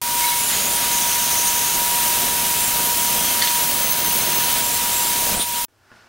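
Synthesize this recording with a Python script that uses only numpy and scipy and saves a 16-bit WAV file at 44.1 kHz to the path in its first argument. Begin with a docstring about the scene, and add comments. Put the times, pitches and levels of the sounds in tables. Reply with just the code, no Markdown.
"""Bandsaw slitting a plastic pipe.

Close by in a small workshop, over a steady whine, the teeth tear off a hiss of chips and the pipe wall
rasps and booms. The blade squeals where the slot pinches it, an elbow breaks loose and clacks, and the
pipe jolts as the last of the wall gives way. The saw stops at once; the quiet background comes in with
a faint tick, then the pipe slides through a hand and is lightly bumped."""
import sys
import numpy as np
from scipy import signal
from scipy.fft import rfft, irfft
from scipy.io import wavfile

SR = 44100
rng = np.random.default_rng(int(sys.argv[2]) if len(sys.argv) > 2 else 0)


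def dump_mix(stems):
    """Bounce the given channels to the path in sys.argv[1] as a 16-bit WAV at rate SR."""
    frames = np.atleast_2d(stems).T  # one column per channel
    limited = np.clip(frames, -1, 1)  # hard clip at full scale
    pcm = np.round(limited * 32767).astype(np.int16)
    wavfile.write(sys.argv[1], SR, pcm)


N = 268304
TIME_S = np.arange(N) / SR
BIN_HZ = np.maximum(np.arange(N // 2 + 1) * SR / N, 1)


def from_db(db):
    """Decibels to gain."""
    return 10 ** (np.asarray(db) / 20)


def unit_rms(x):
    """Scale to rms 1."""
    return x / np.sqrt(np.mean(np.abs(x) ** 2) + 1e-20)


def curves(rows):
    """Each column after time, interpolated per sample."""
    times_s, *columns = np.transpose(rows)
    return [np.interp(TIME_S, times_s, column) for column in columns]


def bin_gains(spectrum):
    """Gain per FFT bin from (frequency [Hz], level [dB]) points."""
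    hz, db = np.transpose(spectrum)
    return from_db(np.interp(np.log(BIN_HZ), np.log(hz), db))


def noise(spectrum, modulation=1):
    """Modulated noise shaped to a spectrum, rolled off past its ends; rms 1."""
    low_hz, high_hz = spectrum[0][0], spectrum[-1][0]
    skirts = np.minimum(BIN_HZ / low_hz, 1) ** 2 * np.minimum(high_hz / BIN_HZ, 1) ** 2
    white = rng.standard_normal(N) * modulation
    return unit_rms(irfft(rfft(white) * bin_gains(spectrum) * skirts, N))


def wander(width_hz, size=N):
    """Random complex amplitude, faster with wider bandwidth; rms 1."""
    lowpass = signal.butter(2, np.clip(width_hz / 2, 2, 4000), fs=SR, output="sos")
    run_in = SR // 8
    real, imag = signal.sosfilt(lowpass, rng.standard_normal((2, size + run_in)))[:, run_in:]
    return unit_rms(real + 1j * imag)


def resonances(modes):
    """Randomly driven modes of (frequency [Hz], width [Hz], level [dB])."""
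    return np.sqrt(2) * sum(from_db(db) * (wander(width_hz) * np.exp(2j * np.pi * hz * TIME_S)).real
                            for hz, width_hz, db in modes)


# Machine whine: (time [s], relative level [dB])
WHINE_LEVEL = [(0.02, -30.5), (0.1, -27.5), (0.29, -24), (0.5, -36), (1.07, -27.5), (1.1, -31.5),
               (1.18, -27), (1.22, -32.5), (1.36, -29), (1.4, -33), (1.44, -29), (1.73, -32), (1.79, -26.5),
               (1.91, -28.5), (2.1, -26.5), (2.13, -29.5), (2.7, -32), (2.74, -29.5), (2.85, -31.5),
               (2.88, -27), (2.95, -30), (3.32, -31), (3.54, -26.5), (3.79, -33), (5.19, -29), (5.4, -34),
               (5.61, -28.5), (5.64, -37)]


def whine(hz=956.3, waver=.15, waver_hz=40, fourth_db=-20, gain_db=-.58, left_over_right_db=4.5):
    """The running machine gives a nearly pure tone with a faint fourth harmonic."""
    level_db, = curves(WHINE_LEVEL)
    phase = 2 * np.pi * hz * TIME_S
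    fundamental = (np.exp(1j * phase) * (1 + waver * wander(waver_hz))).real
    tone = fundamental + from_db(fourth_db) * np.sin(4 * phase)
    pan = from_db(left_over_right_db * np.array([[.5], [-.5]]))
    return np.sqrt(2) * from_db(level_db + gain_db) * tone * pan


# Cutting effort: (time [s], relative hiss [dB], relative rasp [dB])
CUT_LEVELS = [
    (0.02, -26.5, -31), (0.22, -21.5, -26.5), (0.47, -24, -28.5), (0.52, -23.5, -25), (0.62, -23.5, -27),
    (0.74, -22.5, -28), (0.78, -22.5, -26), (1.88, -22, -27.5), (2.05, -21, -26), (2.31, -22, -27.5),
    (3.38, -22, -27), (3.6, -21.5, -27), (3.91, -24.5, -27.5), (4.6, -22.5, -25.5), (4.62, -23, -28),
    (5.27, -22, -27.5), (5.34, -23, -26.5), (5.38, -30, -31), (5.41, -27, -28), (5.46, -27, -34),
    (5.56, -25.5, -29.5), (5.64, -25, -31.5)]
# Chip hiss and wall rasp: (frequency [Hz], relative density [dB])
HISS_SPECTRUM = [(3500, -22), (5400, -3.8), (6200, .5), (7000, -1.2), (8200, -.9), (9200, 2.4), (10200, .4),
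                 (11300, -1.2), (13200, .3), (14200, .8), (15100, -.3), (16000, -2)]
RASP_SPECTRUM = [(550, -20), (950, -5), (1400, -2.3), (2000, -2), (3100, .2), (4300, -1.3), (5200, -3.6),
                 (7000, -18)]


def tooth_bites(bite_hz=990, bite_db=1.2, hiss_gain_db=1.85, rasp_gain_db=.5):
    """The same uneven bites throw off hissing chips and rasp the pipe wall."""
    hiss_db, rasp_db = curves(CUT_LEVELS)
    bite = from_db(bite_db * wander(bite_hz).real)
    hiss = from_db(hiss_db + hiss_gain_db) * noise(HISS_SPECTRUM, bite)
    rasp = from_db(rasp_db + rasp_gain_db) * noise(RASP_SPECTRUM, bite)
    return hiss + rasp


# Hollow boom: (time [s], relative level [dB])
PIPE_BOOM_LEVEL = [(0.02, -43.5), (0.18, -38.5), (0.46, -39), (0.61, -34.5), (1.1, -37.5), (2.12, -36),
                   (2.25, -34), (2.6, -37), (2.86, -33.5), (3.02, -37), (3.17, -33), (3.28, -35.5),
                   (3.38, -36), (3.52, -39.5), (3.68, -33.5), (3.95, -36), (4.29, -32.5), (4.42, -35.5),
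                   (4.56, -33.5), (4.68, -36.5), (5.05, -36.5), (5.2, -36), (5.3, -32), (5.38, -31.5),
                   (5.45, -43.5), (5.64, -41.5)]
# Boom and table rumble: (frequency [Hz], relative density [dB])
BOOM_SPECTRUM = [(70, -18), (130, -1.5), (200, 1.5), (400, -1.2), (620, 0), (780, -.7), (1050, -6),
                 (1600, -22)]
RUMBLE_SPECTRUM = [(12, -4), (28, 1.5), (50, 0), (90, -.3), (140, -5), (240, -22)]


def pipe_boom(flutter_hz=65, flutter_db=2, boom_gain_db=1, rumble_db=-44, rumble_follow=.69):
    """The teeth shake the wall and the air inside; the pipe rumbles on the table."""
    boom_db, = curves(PIPE_BOOM_LEVEL)
    flutter = from_db(flutter_db * wander(flutter_hz).real)
    boom = from_db(boom_db + boom_gain_db) * noise(BOOM_SPECTRUM, flutter)
    shake = from_db(rumble_db + rumble_follow * (boom_db - boom_db.mean()))
    return boom + shake * noise(RUMBLE_SPECTRUM)


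# Blade and frame modes; near-harmonic blade song: (frequency [Hz], width [Hz], relative level [dB])
BLADE_MODES = [(848, 10, -28.5), (2628, 12, -26), (2870, 20, -27), (2936, 20, -26), (3830, 80, -25),
               (7562, 12, -25), (9408, 40, -21), (14050, 120, -22)]
SONG_PARTIALS = [(6240, 330, -6), (12650, 400, -9), (15600, 210, 2)]


def blade_ring(ring_gain_db=1, song_gain_db=-17):
    """Teeth ring blade and frame, and stick-slip keeps the blade singing; both follow the hiss."""
    hiss_db, _ = curves(CUT_LEVELS)
    ringing = from_db(hiss_db + ring_gain_db) * resonances(BLADE_MODES)
    song = from_db(hiss_db + song_gain_db) * resonances(SONG_PARTIALS)
    return ringing + song


# Blade pinches: (start [s], end [s], settled pitch [Hz], initial offset [Hz], width [Hz], level [dB])
PINCHES = [ (.21, 0.268, 2180, 0, 50, -30), (.26, 0.312, 3950, -2, 130, -31),
           (0.302, 0.425, 2196, 4, 50, -35.5), (0.354, .53, 11330, -750, 300, -26),
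           (0.374, .565, 7130, -2.5, 450, -29), (0.511, .69, 6780, -1.5, 450, -28),
           (.66, .76, 7200, -3, 400, -32), (0.697, 0.782, 9540, -250, 250, -26.5),
           (.805, .875, 6550, 5, 400, -29), (0.844, 1.682, 9540, -1, 250, -38.5),
           (0.907, 1.003, 6270, 302.5, 850, -26), (1.0, 1.06, 6100, -1, 1000, -27),
           (1.06, 1.172, 6150, -0.5, 750, -27), (1.17, 1.315, 6550, -350, 900, -27.5),
           (1.295, 1.366, 6200, 0.5, 900, -26.5), (1.354, 1.442, 6250, 0, 950, -24.5),
           (1.433, 1.49, 9170, -7, 600, -24), (1.425, 1.565, 6250, 201, 850, -27.5),
           (1.55, 1.788, 6440, 1, 800, -28), (1.72, 2.348, 13300, 4, 1400, -33),
           (2.552, 2.702, 7440, -1, 220, -31), (2.57, 2.708, 9200, 5, 150, -32),
           (2.686, 2.96, 12650, 447, 500, -32), (2.90, 3.06, 15600, 0, 160, -27),
           (3.0, 3.21, 12800, -150, 221, -30.5), (3.002, 3.40, 6160, 0.5, 350, -34),
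           (3.142, 3.378, 3100, 250, 250, -34), (3.23, 3.39, 12600, 146, 220, -31),
           (3.545, 3.72, 12550, 549, 220, -30.5), (3.53, 4.68, 15630, -0.5, 130, -27),
           (3.695, 4.597, 6280, 1, 251, -33.5), (3.72, 4.238, 12500, 251.5, 180, -28.5),
           (4.037, 4.235, 9425, -3, 80, -31), (4.22, 4.642, 12500, 301, 350, -32),
           (4.621, 4.78, 7600, -3, 150, -32.5), (4.904, 5.103, 7400, 397, 200, -28.5),
           (5.333, 5.402, 8800, -1300, 1100, -26.5), (5.354, 5.446, 9300, -4, 800, -24),
           (5.388, 5.44, 3600, 0, 650, -27)]


def blade_squeals(chatter_hz=80, chatter_db=1, surge_hz=30, surge_db=2.5,
                  wobble=.005, wobble_hz=39, settle_s=.098):
    """The pinched blade sticks and slips in chattering squeals that wobble and settle in pitch."""
    flicker_db = chatter_db * wander(chatter_hz).real + surge_db * wander(surge_hz).real
    bend = 1 + wobble * wander(wobble_hz).real
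    squeals = np.zeros(N)
    for start_s, end_s, hz, offset_hz, width_hz, db in PINCHES:
        span = np.arange(int(start_s * SR), int(end_s * SR))
        t = TIME_S[span]
        pitch_hz = hz * bend[span] + offset_hz * np.exp((start_s - t) / settle_s)
        phase = 2 * np.pi * np.cumsum(pitch_hz) / SR
        slip = np.sqrt(2) * (wander(width_hz, len(span)) * np.exp(1j * phase)).real
        edge_s = .0087 + .11 * (end_s - start_s)
        grip = np.clip(np.minimum(t - start_s, end_s - t) / edge_s, 0, 1)
        squeals[span] += from_db(db) * grip * slip
    return squeals * unit_rms(from_db(flicker_db))


def decay(start_s, fade_s):
    """Exponential fall from 1 after start_s, silent before."""
    return (TIME_S > start_s) * np.exp(-np.clip((TIME_S - start_s) / fade_s, 0, 20))


# Elbow contacts: (time [s], level [dB], decay constant [s])
ELBOW_CONTACTS = [(3.3945, -21, .003), (3.418, -15, .005), (3.4225, -16.5, .005), (3.429, -21, .005),
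                  (3.4365, -19.5, .007), (3.444, -24, .009), (3.468, -26, .004), (3.4735, -17.5, .005),
                  (3.481, -21, .007), (3.547, -26, .006), (3.554, -25, .007)]
# Elbow modes: (frequency [Hz], width [Hz], relative level [dB])
ELBOW_MODES = [(1900, 380, -3), (3350, 700, -1.5), (4400, 450, 0), (5290, 300, -10), (6100, 300, -7.5)]


def elbow_clacks(uneven_db=2):
    """The loose elbow strikes blade and pipe; each contact favours different modes."""
    contacts = np.array([from_db(db) * decay(start_s, fade_s) for start_s, db, fade_s in ELBOW_CONTACTS])
    scatter_db = uneven_db * rng.standard_normal((len(ELBOW_CONTACTS), len(ELBOW_MODES)))
    weights = from_db(np.array(ELBOW_MODES)[:, 2] + scatter_db)
    weights /= np.linalg.norm(weights, axis=1, keepdims=True)
    return sum((weight @ contacts) * resonances([(hz, width_hz, 0)])
               for weight, (hz, width_hz, _) in zip(weights.T, ELBOW_MODES))


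# Pipe jolts: (time [s], relative level [dB])
JOLT_HITS = [(5.286, -23), (5.318, -28), (5.343, -29), (5.37, -28.5)]
# Thud with a hollow knock: (frequency [Hz], relative density [dB])
JOLT_SPECTRUM = [(15, -1), (36, 5), (60, -3), (110, -8), (200, -5), (400, -12), (650, -9), (1150, -16),
                 (1490, -6), (1800, -24)]


def pipe_jolts(rise_s=.008, fade_s=.018):
    """The pipe jolts as the last of the wall gives way."""
    envelope = sum(from_db(db) * np.clip((TIME_S - start_s) / rise_s, 0, 1) * decay(start_s, fade_s)
                   for start_s, db in JOLT_HITS)
    return envelope * noise(JOLT_SPECTRUM)


# Quiet room: (frequency [Hz], relative density [dB])
ROOM_SPECTRUM = [(20, -7.5), (60, -6), (100, 10.5), (160, -10), (300, -3), (900, -12), (2000, -15),
                 (15000, -23.5)]


def room_hush(level_db=-63):
    """The workshop's faint, steady background."""
    return from_db(level_db) * noise(ROOM_SPECTRUM)


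def ring(drive, modes):
    """A drive excites one damped sine per mode."""
    ringing = np.zeros(N)
    for hz, db, t60_s in modes:
        radius, angle = from_db(-60 / (t60_s * SR)), 2 * np.pi * hz / SR
        feedback = [1, -2 * radius * np.cos(angle), radius ** 2]
        ringing += from_db(db) * signal.lfilter([0, np.sin(angle)], feedback, drive + 1e-18)
    return ringing


# Hollow pipe modes: (frequency [Hz], relative level [dB], T60 [s])
PIPE_MODES = [(261, -9.5, 0.026), (635, -10.5, 0.017), (1090, -8, 0.019), (1445, -9, .05), (1680, -9, .025),
              (2630, -13, .012)]
# A faint tick, then light bumps of the pipe from 5.917 s: (time [s], impulse level [dB])
TICK_AND_BUMPS = [(5.684, -54), (5.917, -35), (5.9255, -37.5), (5.94, -44), (5.952, -45), (6.008, -47)]


def tick_and_bumps():
    """A faint tick as the quiet background comes in; then light bumps ring the pipe's modes."""
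    impulses = np.zeros(N)
    for start_s, db in TICK_AND_BUMPS:
        impulses[int(start_s * SR)] = from_db(db)
    return ring(impulses, PIPE_MODES)


# Skin on plastic: (frequency [Hz], relative density [dB])
SLIDE_SPECTRUM = [(88, -24), (150, -4), (268, -1.5), (332, -9), (373, -1), (481, -14), (631, 0), (1150, -2),
                  (1450, 4), (1870, -4), (3410, -11), (5130, -8), (6350, -14.5), (13000, -28), (15500, -38)]


def hand_slide(peak_s=5.96, gain_db=-51.5, rise_db_per_s=76, fall_db_per_s=28, hollow_db=-4.5):
    """The pipe speeds up through a hand, then slows; friction rings its upper modes."""
    past_peak_s = TIME_S - peak_s
    swell_db = np.minimum(rise_db_per_s * past_peak_s, -fall_db_per_s * past_peak_s)
    hollow = unit_rms(ring(rng.standard_normal(N), PIPE_MODES[1:]))
    rub = noise(SLIDE_SPECTRUM) + from_db(hollow_db) * hollow
    return from_db(gain_db + swell_db) * rub


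def workshop_echoes(source, side_spectrum, wet_db, t60_s):
    """Scattered echoes off table and walls colour the sound and differ left and right."""
    t = TIME_S[:SR // 3]
    echoes = rng.standard_normal((2, len(t))) * from_db(-60 * t / t60_s) * (t > .002)
    echoes /= np.linalg.norm(echoes, axis=1, keepdims=True)
    shared, apart = signal.fftconvolve(source[None], echoes)[:, :N]
    side = irfft(rfft(apart) * bin_gains(side_spectrum), N)
    mid = (source + from_db(wet_db) * shared) / np.hypot(1, from_db(wet_db))
    return mid + side * np.array([[1], [-1]])


# Stereo width at saw and bench: (frequency [Hz], side re mid [dB])
SAW_SIDE = [(60, -14), (500, -14.5), (1300, -19), (2800, -16), (5000, -19.5), (9000, -15.5), (14000, -14)]
BENCH_SIDE = [(60, -13), (250, -9), (700, -13.5), (1300, -26), (4400, -19.5), (9000, -4)]


def scene(saw_on_s=.0155, saw_off_s=5.6495, quiet_on_s=5.682):
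    """The saw, an abrupt stop, a moment of near silence, then quiet handling of the pipe."""
    cut = tooth_bites() + pipe_boom() + blade_ring() + blade_squeals() + elbow_clacks() + pipe_jolts()
    pan_right = from_db([[-.2], [.2]])
    saw = whine() + workshop_echoes(cut, SAW_SIDE, wet_db=-12, t60_s=.2) * pan_right
    saw_gate = (TIME_S > saw_on_s) * np.interp(TIME_S - saw_off_s, [0, .001, .01], [1, .08, 0])
    quiet = room_hush() + tick_and_bumps() + hand_slide()
    bench = workshop_echoes(quiet, BENCH_SIDE, wet_db=-10.5, t60_s=.25)
    bench_gate = np.where(TIME_S > quiet_on_s, 1, .12)
    return saw * saw_gate + bench * bench_gate


def record(dry, cutoff_hz=15780):
    """Steep low-pass on the top treble."""
    return signal.sosfilt(signal.ellip(14, .1, 85, cutoff_hz, fs=SR, output="sos"), dry)


dry = scene()
out = record(dry)
dump_mix(out)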